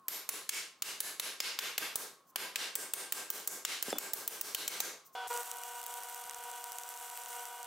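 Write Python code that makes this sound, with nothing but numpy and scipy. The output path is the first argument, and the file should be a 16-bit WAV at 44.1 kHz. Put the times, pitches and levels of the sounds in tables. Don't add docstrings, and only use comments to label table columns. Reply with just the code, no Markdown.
import sys
import numpy as np
from scipy import signal
from scipy.fft import rfft, irfft, next_fast_len
from scipy.io import wavfile
from scipy.ndimage import uniform_filter1d, minimum_filter1d

SR = 44100
rng = np.random.default_rng(int(sys.argv[2]) if len(sys.argv) > 2 else 0)


def store_pcm(level_fs):
    pcm = np.round(np.clip(level_fs, -1, 1) * 32767).astype(np.int16)
    wavfile.write(sys.argv[1], SR, np.atleast_2d(pcm).T)


N = 337806
TIME = np.arange(N) / SR
EDGE_HZ = 15900


def amp(db):
    return 10 ** (np.asarray(db) / 20)


def evened(x):
    return x / np.sqrt(np.mean(x ** 2) + 1e-20)


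def read(points, hz):
    f, value = np.transpose(points)
    return np.interp(np.log(hz + 1), np.log(f + 1), value)


def bump(x, centre, width):
    return np.exp(-((x - centre) / width) ** 2)


def add(mix, start_s, sound):
    part = mix[:, round(start_s * SR):][:, :sound.shape[1]]
    part += sound[:, :part.shape[1]]


def tint(x, colour_db):
    size = next_fast_len(x.shape[1])
    hz = np.fft.rfftfreq(size, 1 / SR)
    spectrum = rfft(x, size) * amp(colour_db(hz)) * (hz < EDGE_HZ)
    return irfft(spectrum, size)[:, :x.shape[1]]


def noise(size, colour_db, same, envelope=1):
    def mid_db(hz):
        return colour_db(hz) + 10 * np.log10(1 + np.clip(read(same, hz), 0, 1))

    def side_db(hz):
        return colour_db(hz) + 10 * np.log10(np.clip(1 - read(same, hz), 1e-3, 1))

    mid, side = rng.standard_normal((2, 1, size)) * envelope
    mid, side = tint(mid, mid_db), tint(side, side_db)
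    return evened(np.vstack([mid + side, mid - side])) * np.sqrt(np.mean(np.square(envelope)))


def drift(rate_hz):
    size = 2 ** 19
    hz = np.fft.rfftfreq(size, 1 / SR)
    spectrum = rfft(rng.standard_normal(size)) * bump(hz, 0, rate_hz)
    return evened(irfft(spectrum)[:N])


BLOW_BANDS_HZ = [700, 3000, 7500, 14000]
# (frequency [Hz], relative density [dB])
CRACK_COLOUR = [(40, -15), (150, -13.5), (400, 2), (1200, 3), (2000, -0.5), (3000, 2.5), (5000, 0.5),
                (7000, 3.5), (10000, -1), (14500, 0.5), (15800, 6.5)]
# (frequency [Hz], relative density [dB])
TAIL_COLOUR = [(40, -36), (100, -24.5), (160, -8), (260, -7), (400, 2), (700, -1), (1200, 2.5), (3000, 0.5),
               (7000, 4), (11000, 3), (14000, 3.5), (15800, -3.5)]
# (frequency [Hz], t60 [s])
ROOM_T60 = [(150, 0.34), (500, 0.37), (1500, 0.34), (4000, 0.36), (8000, 0.31), (15000, 0.25)]
# (frequency [Hz], width [Hz], gain [dB])
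TUBE_MODES = [(284.7, 13.6, 12.5), (420, 25, 3), (552, 14, -6), (1579, 21, 11), (2200, 16, 6.5),
              (2760, 57, 3), (3040, 27, 5.5)]
# (frequency [Hz], left-right likeness [0-1])
ROOM_SAME = [(60, 0.96), (250, 0.98), (640, 0.96), (1400, 0.8), (3100, 0.65), (7000, 0.74), (15000, 0.81)]
THUD_DB, THUD_DB_PER_RING_DB, THUD_DB_PER_CLANG_DB = 4.5, 0.14, 0.057
TOP_DB, TOP_DB_PER_FORCE_DB, TOP_DB_PER_CLANG_DB = 0, -0.8, -0.29
TILT_DB_PER_OCTAVE, TILT_CHANGE_PER_CLANG_DB = 3.2, -0.061


def blow(force_db, clang_db, ring_hz, ring_db, crack_hz, tube_db):
    t = TIME[:SR // 2]
    grid_hz = np.linspace(0, EDGE_HZ, num=60)
    uneven_db = 1.73 * rng.standard_normal(len(grid_hz)) * (grid_hz > 2000)
    thud_db = THUD_DB + THUD_DB_PER_RING_DB * tube_db + THUD_DB_PER_CLANG_DB * clang_db - force_db
    top_db = TOP_DB + TOP_DB_PER_FORCE_DB * force_db + TOP_DB_PER_CLANG_DB * clang_db
    tilt_db = TILT_DB_PER_OCTAVE + TILT_CHANGE_PER_CLANG_DB * clang_db

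    def contact_db(hz):
        bands_db = np.interp(np.log(hz + 1), np.log(BLOW_BANDS_HZ), [thud_db, clang_db, 0, top_db])
        return bands_db + ring_db * bump(hz, ring_hz, 1000) + np.interp(hz, grid_hz, uneven_db)

    def direct_db(hz):
        tilted_db = tilt_db * np.log2((hz + 300) / 5000)
        return read(CRACK_COLOUR, hz) + contact_db(hz) + tilted_db + 6 * bump(hz, crack_hz, 290)

    early = t[:SR // 16]
    crack = noise(len(early), direct_db, [(100, 0.59), (500, 0.92), (3000, 0.72), (15000, 0.95)])
    chatter = bump(early, 0, 0.0034)
    ring_out = amp(-2.5 - 60 * early / 0.044)
    crack *= amp(-5 + force_db) * (chatter + ring_out)

    diffuse = noise(len(t), lambda hz: read(TAIL_COLOUR, hz), ROOM_SAME)
    hz, age_s, cells = signal.stft(diffuse, SR, nperseg=1024, noverlap=768)
    colour_db = contact_db(hz) + sum(db * bump(hz, f, width) for f, width, db in TUBE_MODES)
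    decay_db = -60 * age_s / read(ROOM_T60, hz)[:, None]
    cells = cells * amp(colour_db[:, None] + decay_db)
    tail = signal.istft(cells, SR, nperseg=1024, noverlap=768)[1][:, :len(t)]
    build_up = 1 - np.exp(-t / 0.0017)
    sound = amp(-23.0 + force_db) * tail * build_up
    add(sound, 0, crack)
    return sound


def partial(db, hz, t60_s):
    t = TIME[:SR // 2]
    spread_hz, phase = 16 * rng.standard_normal((8, 1)), rng.random((8, 1))
    cluster = np.sin(2 * np.pi * ((hz + spread_hz) * t + phase)).sum(0)
    tone = evened(cluster) / np.sqrt(2)
    return np.tile(amp(db - 60 * t / t60_s) * tone, (2, 1))


# (time [s], force [dB], clang of the cap [dB], cap ring [Hz], cap ring [dB],
# crack ring [Hz], ring of the tube [dB])
BLOWS = [(0.0829, 0, 2.5, 12400, 11, 12600, -25), (0.2909, 0, 1.5, 10500, 4, 11800, -25),
         (0.492, 8, -2, 2260, 6, 10700, -21), (0.822, 3.5, 2.3, 2880, 2.5, 6820, -24),
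         (1.004, 2, 0, 11000, 7.5, 10200, -19), (1.1976, 1.5, 6.5, 11100, 7, 3900, -12),
         (1.403, 2.5, 8, 4840, 3, 5100, -15), (1.5892, 1.5, 10, 12300, 6, 5200, -9),
         (1.7795, -1, 10, 12000, 8, 12100, -4.5), (1.9566, -2, 0, 9500, 4, 14700, -14),
         (2.359, -0.8, 7.5, 11500, 4.5, 2750, -2.5), (2.558, 1.5, 9, 4740, 1, 2750, -4),
         (2.754, 0, -0.5, 8200, 6, 14000, -6), (2.936, 0, 1, 9130, 7.5, 8300, -2.5),
         (3.1228, 0.3, 1, 8150, 2, 14700, -3), (3.3024, -0.3, -1, 15000, 7, 14000, -5),
         (3.4747, 0, -5.5, 6850, 3.5, 14100, -9), (3.65, 3.7, 7.5, 4820, 1, 7030, -16),
         (3.826, 2.5, 0.5, 14990, 1, 14300, -8), (3.9841, -3.5, 2.1, 7900, 6.5, 14000, -3.5),
         (4.1344, -2.5, -2, 12230, 2, 12300, -9), (4.277, -1, -5, 2620, 5, 14000, -11),
         (4.4118, 0.5, -0.5, 14500, 1, 15500, -11), (4.5473, 0.2, 0.5, 3880, 5, 3070, -11),
         (4.6784, 0.7, 0.5, 3450, 5.5, 7160, -10), (4.8026, -1.5, 3, 6230, 5, 7350, -7)]
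# (frequency [Hz], level before each blow's tube ring is added [dB], t60 [s])
TUBE_RING = [(513, -44, .5), (1587, -31, .38), (2200, -41, .35)]
# (time [s], level [dB], centre frequency [Hz], t60 [s])
CLINKS = [(0.2914, -39.5, 1117, 0.37), (.4917, -28, 2260, 0.33), (1.004, -33, 1730, 0.4),
          (2.3602, -41.5, 982, 0.57), (3.904, -28, 5270, 0.049), (3.9035, -23, 7500, 0.024),
          (3.9055, -30, 1700, 0.023), (3.927, -30, 3480, 0.16)]


def hammering():
    out = np.zeros((2, N))
    for start_s, *stroke, tube_db in BLOWS:
        add(out, start_s, blow(*stroke, tube_db))
        for hz, db, t60_s in TUBE_RING:
            add(out, start_s, partial(db + tube_db, hz, t60_s))
    for start_s, db, hz, t60_s in CLINKS:
        add(out, start_s, partial(db, hz, t60_s))
    return out


POWER_ON_S, STRIKE_S = 5.151, 5.274
# (start [s], glide [s], hum [dB], load [dB], whine [dB], rush of air [dB], arc hiss [dB])
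STAGES = [(5.151, 0.00056, 5.5, 2.5, 13, 10, -48), (5.274, .005, -4, 4, -2, -4, -49),
          (5.294, 0.013, 14, 7.5, 2, 12, -48), (5.335, .06, 9.5, 7, 2, 7.5, -47.5),
          (5.412, .022, -3.5, -2, -1, 4.5, -51.8), (5.47, 0.068, 2.5, 0, 2.5, 3, -54)]


def stages():
    levels_db = np.array(STAGES[0][2:])[:, None]
    for start_s, glide_s, *held in STAGES[1:]:
        held_db = np.array(held)[:, None]
        levels_db = levels_db + (held_db - levels_db) * np.clip((TIME - start_s) / glide_s, 0, 1)
    return levels_db


# (time of bridging [s], level before POP_DB [dB])
POPS = [(5.2734, -31), (5.3674, -31), (5.4314, -28), (5.6348, -25), (5.8634, -25.5), (5.9394, -28.5),
        (6.097, -28.5), (6.1448, -26.5), (6.2951, -26), (6.328, -32), (6.345, -30.5), (6.4373, -27.5),
        (6.6405, -25), (6.7843, -27), (6.8341, -27.5), (7.2347, -28), (7.4535, -30)]
DROPS_PER_S, DROP_DB, DROP_SPREAD_DB = 20, -32.5, 2.5


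def drops():
    step_s = .005
    moments_s = np.arange(STRIKE_S, TIME[-1], step_s)
    falls = rng.random(len(moments_s)) < DROPS_PER_S * step_s
    sizes_db = DROP_DB + DROP_SPREAD_DB * rng.standard_normal(len(moments_s))
    return list(POPS) + list(zip(moments_s[falls], sizes_db[falls]))


def shorting(pops):
    return np.minimum(sum(bump(TIME, start_s + 0.0019, 0.01) for start_s, db in pops), 1)


# (frequency [Hz], relative density [dB])
SIZZLE_COLOUR = [(100, -36), (250, -25), (1500, -9), (3000, -7), (4000, -10), (5200, -10), (5800, -3),
                 (6900, -3), (7600, 0), (8500, 1), (9300, -3), (11400, -2.5), (12500, -8), (13900, .5),
                 (15600, -7)]
# (time [s], change [dB])
HISS = [(5.5, 1), (5.65, 0.5), (5.9, 0.5), (6.2, 1), (6.3, -1.5), (6.55, -0.5), (6.6, -1.2), (7.4, 1.9),
        (7.55, -3.5), (7.65, -2.5)]
# (frequency [Hz], left-right likeness [0-1])
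WELD_SAME = [(100, .6), (300, 0.82), (640, 0.88), (1400, .98), (3100, 0.83), (7000, 0.82), (15000, 0.78)]
POP_DB, POP_DECAY_S, POP_LAG_S = -1.5, .00045, .0011
PUFF_DB, PUFF_SPREAD_DB, PUFF_WIDTH_S = -78.5, 4, 0.0043


def arc(hiss_db, pops, shorted):
    level = amp(hiss_db + np.interp(TIME, *np.transpose(HISS), left=0)) * (TIME > STRIKE_S)
    ripple = 1 + 0.2 * np.cos(2 * np.pi * HUM[0][0] * TIME) + 0.34 * np.cos(2 * np.pi * HUM[2][0] * TIME)
    flicker = amp(3.5 + 1.5 * drift(120) + 0.73 * drift(25))
    hiss = flicker * level * ripple * (1 - .3 * shorted)

    spatter = rng.random(N) < 70 / SR
    spatter_db = 10 + 2.2 * np.minimum(rng.exponential(1, N), 2.5)
    bursts = level * spatter * amp(spatter_db)
    for start_s, db in pops:
        bursts[min(round((start_s + POP_LAG_S) * SR), N - 1)] += amp(db + POP_DB)
    bursts = signal.lfilter([1], [1, -np.exp(-1 / (POP_DECAY_S * SR))], bursts)
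    sound = noise(N, lambda hz: read(SIZZLE_COLOUR, hz), WELD_SAME, np.hypot(hiss, bursts))

    push = 0
    for start_s, db in pops:
        push = push + amp(PUFF_DB + PUFF_SPREAD_DB * rng.standard_normal()) * bump(TIME, start_s, PUFF_WIDTH_S)
    puff_colour = [(30, -3), (200, -4), (600, -25), (4000, -70)]
    puffs = noise(N, lambda hz: read(puff_colour, hz), WELD_SAME, push)
    mirrored = .27 * np.roll(sound, round(.001045 * SR), axis=1)
    return puffs + sound + mirrored


# (frequency [Hz], base level [dB], share of the load [dB/dB])
HUM = [(480, -65, 1), (720.2, -60, -.7), (960.2, -53, 0), (1200.2, -68, 0), (1440.3, -65, .8),
       (1920.4, -76, .6), (2160.4, -72, 0), (2400.5, -72, 0), (2880.6, -69, -.4)]
# (mean frequency [Hz], base level [dB])
WHINE = [(754.3, -60), (1508.6, -62), (3017, -77), (3205, -76), (3394, -70)]
# (frequency [Hz], relative density [dB])
RUSH_COLOUR = [(40, -50), (150, -42), (260, -23), (420, -4.5), (600, -2.5), (950, 3), (1450, 2.5),
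               (1750, -5), (2400, -7), (2900, -1.5), (3600, -7.5), (4300, -7.5), (15000, -23)]
# (time [s], change [dB])
CURRENT = [(5.5, 3.5), (5.65, 0.5), (6.05, 1.0), (6.15, -1.5), (6.5, 1.2), (6.8, -2), (7.25, -1.7),
           (7.4, 2.5), (7.45, -1.5), (7.65, 0.6)]
LOAD_PER_DB, WHINE_PER_DB, RUSH_PER_DB = 0.5, 0.9, .5


def welder(hum_db, load_db, whine_db, rush_db, shorted):
    burn_start_s, burn_glide_s = STAGES[-1][:2]
    burning = np.clip((TIME - burn_start_s) / burn_glide_s, 0, 1)
    current_db = np.interp(TIME, *np.transpose(CURRENT)) * burning
    hum_db = hum_db + current_db
    load_db = load_db + LOAD_PER_DB * current_db
    whine_db = whine_db + WHINE_PER_DB * current_db
    rush_db = rush_db + RUSH_PER_DB * current_db

    tones = np.zeros(N)
    for hz, db, share in HUM:
        level_db = db + hum_db + share * load_db + 1.3 * drift(35)
        tones += amp(level_db) * np.sin(2 * np.pi * (hz * TIME + rng.random()))
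    fan_time = np.cumsum(1 + 0.001696 * drift(9.5)) / SR
    for hz, db in WHINE:
        level_db = db + whine_db + 1.6 * drift(25)
        tones += amp(level_db) * np.sin(2 * np.pi * (hz * fan_time + rng.random()))
    tones = np.sqrt(2) * tones * (1 - 0.36 * shorted)
    rush = amp(-58.5 + rush_db) * noise(N, lambda hz: read(RUSH_COLOUR, hz), WELD_SAME)
    running = np.clip((TIME - POWER_ON_S) / STAGES[0][1], 0, 1)
    return running * (tones + rush)


# (time [s], level [dB], frequency [Hz], t60 [s])
KNOCKS = [(1.817, -35.5, 323, 0.072), (3.882, -25.5, 318, 0.041), (3.9284, -18, 540, 0.014),
          (3.937, -37, 300, 0.25), (3.956, -36, 600, 0.071)]


def knocks():
    out, t = np.zeros((2, N)), TIME[:SR // 4]
    for start_s, db, centre_hz, t60_s in KNOCKS:
        scrape = noise(len(t), lambda hz: -3.5 * np.log2((hz + 20) / (0.84 * centre_hz)) ** 2, ROOM_SAME)
        tone = np.sin(2 * np.pi * centre_hz * t)
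        add(out, start_s, (tone + 0.92 * scrape) * amp(db - 60 * t / t60_s))
    return signal.sosfilt(signal.butter(4, 200, "highpass", fs=SR, output="sos"), out)


# (centre time [s], half length [s], peak envelope level [dB])
BRUSHES = [(2.28, .012, -69), (2.302, .012, -64.5), (5.067, 0.015, -57.5), (5.096, .008, -70),
           (5.145, 0.016, -60)]


def fingers():
    touch = sum(amp(db) * bump(TIME, centre_s, half_s) for centre_s, half_s, db in BRUSHES)
    skin_colour = [(500, -20), (4000, -15), (6000, 2), (10000, -5), (14500, 4.5)]
    return noise(N, lambda hz: read(skin_colour, hz), ROOM_SAME, touch)


# (frequency [Hz], relative density [dB])
FLOOR_COLOUR = [(30, -22), (90, -14), (160, 0.5), (400, -1.5), (800, -2.5), (1200, 4), (2000, -14),
                (6000, -16.5), (15000, -18)]
# (time [s], mean frequency [Hz])
WHISTLE = [(0, 1117), (.07, 1036), (.75, 1067), (2.15, 1090), (2.25, 1134), (2.35, 1030), (4.98, 1180),
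           (5.15, 1043)]


def workshop():
    air = amp(-70.5) * noise(N, lambda hz: read(FLOOR_COLOUR, hz), ROOM_SAME)
    hz = np.interp(TIME, *np.transpose(WHISTLE)) + 9 * drift(60)
    level_db = np.interp(TIME, [0, .7, 2.2, 5], [-62, -70, -68.5, -69]) + 1.7 * drift(25)
    whistle = amp(level_db) * np.sin(2 * np.pi * np.cumsum(hz) / SR)
    return np.where(TIME < POWER_ON_S, air + whistle, amp(-12) * air)


def scene():
    pops = drops()
    shorted = shorting(pops)
    *machine_db, hiss_db = stages()
    weld = arc(hiss_db, pops, shorted) + welder(*machine_db, shorted)
    return hammering() + weld + knocks() + fingers() + workshop()


def record(dry):
    ceiling_db, recovery_s, hold_s = -25, .045, 0.014
    power = abs(uniform_filter1d((dry ** 2).mean(0), size=44))
    over_db = np.maximum(10 * np.log10(power + 1e-12) - ceiling_db, 1e-9)
    hold = 2 * round(hold_s * SR / 2) + 1
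    held_db = -minimum_filter1d(-over_db, hold, origin=hold // 2 - SR // 900)
    duck_db = np.exp(np.maximum.accumulate(np.log(held_db) + TIME / recovery_s) - TIME / recovery_s)
    ducked = dry * amp(-uniform_filter1d(duck_db, size=30))
    band_limit = signal.firwin(255, EDGE_HZ, window=("kaiser", 8), fs=SR)
    return signal.oaconvolve(ducked, band_limit[None], "same")


dry = scene()
out = record(dry)
store_pcm(out)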